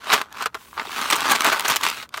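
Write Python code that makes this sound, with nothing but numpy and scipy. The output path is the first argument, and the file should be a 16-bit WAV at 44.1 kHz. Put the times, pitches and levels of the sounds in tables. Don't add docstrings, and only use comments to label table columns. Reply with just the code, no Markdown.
import sys
import numpy as np
from scipy import signal
from scipy.fft import rfft, irfft
from scipy.io import wavfile
from scipy.ndimage import uniform_filter1d

SR = 44100
rng = np.random.default_rng(int(sys.argv[2]) if len(sys.argv) > 2 else 0)


def bounce(signal):
    frames = np.transpose(np.atleast_2d(signal))
    limited = np.clip(frames, -1, 1)
    pcm = np.round(limited * 32767).astype(np.int16)
    wavfile.write(sys.argv[1], SR, pcm)


N = 97020

# pitch in Hz, relative level in dB, T60 in seconds.
TRAY_MODES = [(414, -9.5, 0.021), (646, -16, 0.057), (854, 0.5, 0.0068), (1031, 1, 0.019), (1194, 4, 0.016),
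              (1380, 2, 0.017), (1596, 0.5, 0.012)]
GRIT_PER_S, CHATTER_SPREAD_DB, CUTOFF_HZ = 3000, 2.5, 15900


def knocks():
    # start and time before settling in seconds, then tray, clack and tick levels in dB.
    hits = [(0.1014,0.0012,-22,-22.5,-55), (0.1203,0.011,-31,-17,-35), (0.129,0.014,-11.5,-14.5,-18.5),
            (0.214,0.0026,-23.5,-27.5,-36), (0.422,0.003,-25.5,-30.5,-34.5), (0.458,0.00089,-19.5,-30,-33),
            (0.4611,0.0043,-24,-28.5,-36), (0.5451,0.0055,-26,-33.5,-42), (0.777,0.009,-24.5,-34.5,-71),
            (0.796,0.0045,-32,-30.5,-74), (1.013,0.003,-27.5,-30.5,-33.5),
            (1.1086,0.0029,-19.5,-24.5,-23.5), (1.1247,0.01,-15,-14.5,-22),
            (1.156,0.0084,-21.5,-28.5,-25.5), (1.297,0.0097,-22,-21,-26), (1.311,0.01,-14.5,-18,-18),
            (1.353,0.0056,-45,-20.5,-26.5), (1.452,0.01,-17.5,-21.5,-29), (1.471,0.0082,-17,-25,-29.5),
            (1.526,0.0057,-17,-21.5,-27.5), (1.6484,0.0083,-21,-22.5,-31), (1.681,0.0035,-25,-40,-21),
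            (1.698,0.011,-21,-24.5,-22.5), (1.76,0.0055,-23,-19.5,-20.5), (1.8334,0.0052,-25,-19.5,-25.5),
            (1.851,0.0021,-23,-26,-33), (2.1405,0.0048,-27,-30,-44), (2.173,0.0051,-27.5,-33,-37.5)]
    max_settle_s, rock_spread_db = 0.0055, 2.2
    out, t = np.zeros(N), np.arange(SR // 10) / SR
    for start_s, hold_s, *levels_db in hits:
        settling = np.exp(-np.maximum(t - hold_s, 0) / min(max_settle_s, hold_s))
        clicks = 0.58 * contacts(len(t), per_s=1600, spread_db=CHATTER_SPREAD_DB) * settling
        clicks[0] = 1
        for modes, level_db in zip(bodies(), levels_db):
            favoured = [(hz, db + rock_spread_db * rng.standard_normal(), t60) for hz, db, t60 in modes]
            add(out, start_s, from_db(level_db) * unit_blow(strike(clicks, favoured)))
    return out


def snaps():
    # start in seconds, clack level in dB.
    hits = [(0.326,-44), (1.102,-21), (1.206,-29.5), (1.407,-22.5), (1.4193,-29), (1.446,-21), (1.4661,-24),
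            (1.596,-24.5), (1.607,-30), (1.812,-35.5), (1.887,-28), (1.9,-29), (2.091,-51)]
    skid_s, tray_db, tick_db = 0.0008, -5, -2.5
    out, t = np.zeros(N), np.arange(SR // 10) / SR
    for start_s, clack_db in hits:
        clicks = contacts(len(t), GRIT_PER_S, CHATTER_SPREAD_DB) * (t < skid_s)
        clicks[0] = 1
        for modes, offset_db in zip(bodies(), (tray_db, 0, tick_db)):
            add(out, start_s, from_db(clack_db + offset_db) * unit_blow(strike(clicks, shifted(modes))))
    return out


def grinding():
    # time in seconds, tray level in dB, grit level in dB.
    slide_levels = [(0,-52,-52.5), (0.06,-35,-40.5), (0.14,-18,-19), (0.21,-35,-40), (0.28,-52.5,-63),
                    (0.38,-36,-40), (0.43,-29.5,-34), (0.515,-60.5,-72), (0.57,-48.5,-53), (0.72,-56.5,-57),
                    (0.79,-30.5,-44), (0.89,-41.5,-40), (0.96,-28.5,-31), (1.22,-27,-30), (1.33,-19,-22.5),
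                    (1.38,-29.5,-33.5), (1.435,-23.5,-28.5), (1.48,-21,-23), (1.63,-31,-37), (1.72,-21,-20),
                    (1.79,-38,-42), (1.865,-23,-23.5), (1.94,-38.5,-36), (2.035,-38,-38.5), (2.09,-67,-80),
                    (2.15,-42.5,-42)]
    # pitch in Hz, relative level in dB, T60 in seconds.
    floor_modes = [(173, 2.5, 0.024), (255, 6, 0.053), (328, -0.5, 0.063)]
    tray_db, grit_db = curves(slide_levels)
    tray, clack, tick = bodies()
    catches, grit = grains(per_s=320), grains(GRIT_PER_S)
    layers = [(catches + grit / 2, tray, tray_db),
              (catches ** 2, floor_modes, tray_db - 18.5),
              (catches + grit, clack, grit_db),
              (catches + grit, tick, grit_db - 8.5)]
    return sum(from_db(db) * unit_rms(sliding(clicks, modes)) for clicks, modes, db in layers)


def thuds():
    # start in seconds, pitch in Hz, level in dB.
    drops = [(0.459, 457, -31.5), (0.549, 442, -41), (0.874, 387, -40.5), (1.015, 237, -37.5),
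             (1.131, 337, -28.5), (1.311, 336, -31.5), (1.472, 300, -25.5), (1.705, 144, -37.5)]
    out, click = np.zeros(N), signal.unit_impulse(SR // 5)
    for start_s, hz, db in drops:
        floor = radiate(ring(click, hz, t60_s=0.038), hz, hz)
        add(out, start_s, from_db(db) * unit_blow(floor))
    return out


def taps():
    # start in seconds, pitch in Hz, stone level in dB.
    touches = [(0.407, 1310, -29), (0.73, 1115, -42), (0.797, 2130, -28.5), (0.8705, 3620, -38.5),
               (0.895, 1070, -33.5)]
    out, click = np.zeros(N), signal.unit_impulse(SR // 10)
    for start_s, hz, db in touches:
        stone = unit_blow(radiate(ring(click, hz, t60_s=0.015), hz, hz))
        tray = from_db(-4) * unit_blow(strike(click, TRAY_MODES))
        add(out, start_s, from_db(db) * (stone + tray))
    return out


def rubbing():
    # time in seconds, level in dB.
    rub_levels = [(.53, -73), (.6, -51.5), (.86, -53), (.96, -43.5), (2.03, -48.5), (2.08, -80)]
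    # frequency in Hz, relative density in dB.
    rub_spectrum = [(300, -9), (1300, -26), (6000, -11.5), (16000, -11)]
    return from_db(curves(rub_levels)[0]) * noise(rub_spectrum)


def reflections(x, t60_s=0.066, delay_s=0.003, lowpass_hz=2870, gain_db=-15):
    t = np.arange(SR // 3) / SR
    tail = rng.standard_normal(len(t)) * from_db(-60 * t / t60_s) * (t > delay_s)
    tail /= np.linalg.norm(tail)
    tail = signal.sosfilt(signal.butter(1, lowpass_hz, fs=SR, output="sos"), tail)
    return from_db(gain_db) * signal.fftconvolve(x, tail)[:N]


def room_tone():
    # frequency in Hz, relative density in dB.
    room_spectrum = [(20, -33), (65, 12.5), (400, 3.5), (12000, -36)]
    return from_db(-58.5) * noise(room_spectrum)


def bodies(clack_from_hz=1890, tick_from_hz=5680, stone_t60_s=0.0072):
    # frequency in Hz, relative level in dB.
    stone_spectrum = [(1800, 3.5), (3900, 2.5), (4900, -2), (8500, -6), (10300, -9.5), (15000, -7.5)]
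    clack_hz = np.geomspace(clack_from_hz, tick_from_hz, 14, endpoint=False)
    tick_hz = np.geomspace(tick_from_hz, CUTOFF_HZ, 18, endpoint=False)
    clack = [(hz, db_at(stone_spectrum, hz), stone_t60_s) for hz in clack_hz]
    tick = [(hz, db_at(stone_spectrum, hz), stone_t60_s) for hz in tick_hz]
    return TRAY_MODES, clack, tick


def contacts(samples, per_s, spread_db):
    heights = from_db(spread_db * np.minimum(rng.exponential(1, samples), 4))
    return heights * (rng.random(samples) < per_s / SR)


def grains(per_s, window_s=0.048):
    clicks = contacts(N, per_s, spread_db=2)
    power = np.abs(uniform_filter1d(clicks ** 2, int(window_s * SR)))
    return clicks / np.sqrt(power + 1e-6)


def sliding(clicks, modes, stretch_s=0.06):
    out, step = np.zeros(N), int(stretch_s * SR)
    for i in range(0, N, step):
        stretch = np.pad(clicks[i:i + step], (0, step))
        add(out, i / SR, strike(stretch, shifted(modes)))
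    return out


def shifted(modes, spread=0.05):
    return [(hz * np.exp(spread * rng.standard_normal()), db, t60_s) for hz, db, t60_s in modes]


def strike(clicks, modes, share_spread_db=1):
    out = np.zeros(len(clicks))
    force = clicks * from_db(share_spread_db * rng.uniform(-1, 1, len(clicks)))
    for hz, db, t60_s in modes:
        drive = force * rng.uniform(-1, 1, len(clicks))
        out += from_db(db) * ring(drive, hz, t60_s)
    return radiate(out, modes[0][0], modes[-1][0])


def ring(clicks, hz, t60_s):
    radius, angle = from_db(-60 / (t60_s * SR)), 2 * np.pi * min(hz, 0.45 * SR) / SR
    feedback = [1, -2 * radius * np.cos(angle), radius ** 2]
    return np.sqrt(1 - radius) * signal.lfilter([1, 0, -1], feedback, clicks + 1e-18)


def radiate(x, lowest_hz, highest_hz):
    band_hz = [lowest_hz / 3, min(highest_hz * 1.4, 0.45 * SR)]
    return signal.sosfilt(signal.butter(2, band_hz, "band", fs=SR, output="sos"), x)


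def noise(spectrum):
    gains = from_db(db_at(spectrum, np.arange(N // 2 + 1) * SR / N))
    return unit_rms(irfft(rfft(rng.standard_normal(N)) * gains, N))


def db_at(spectrum, hz):
    points_hz, points_db = np.transpose(spectrum)
    return np.interp(np.log(np.maximum(hz, 1)), np.log(points_hz), points_db)


def curves(rows):
    times_s, *columns = np.transpose(rows)
    return [np.interp(np.arange(N) / SR, times_s, column) for column in columns]


def from_db(db):
    return 10 ** (np.asarray(db) / 20)


def unit_rms(x):
    return x / np.sqrt(np.mean(x ** 2) + 1e-20)


def unit_blow(x):
    return x / np.sqrt(np.sum(x ** 2) / (SR / 100) + 1e-20)


def add(out, start_s, x):
    i = int(start_s * SR)
    out[i:i + len(x)] += x[:N - i]


def scene():
    rocks = knocks() + snaps() + taps() + grinding() + thuds()
    return (rocks + reflections(rocks) + rubbing() + room_tone())[None]


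def record(dry):
    ceiling = 0.8
    rounded = ceiling * np.tanh(dry / ceiling)
    return signal.sosfilt(signal.cheby1(14, 0.2, CUTOFF_HZ, fs=SR, output="sos"), rounded)


dry = scene()
out = record(dry)
bounce(out)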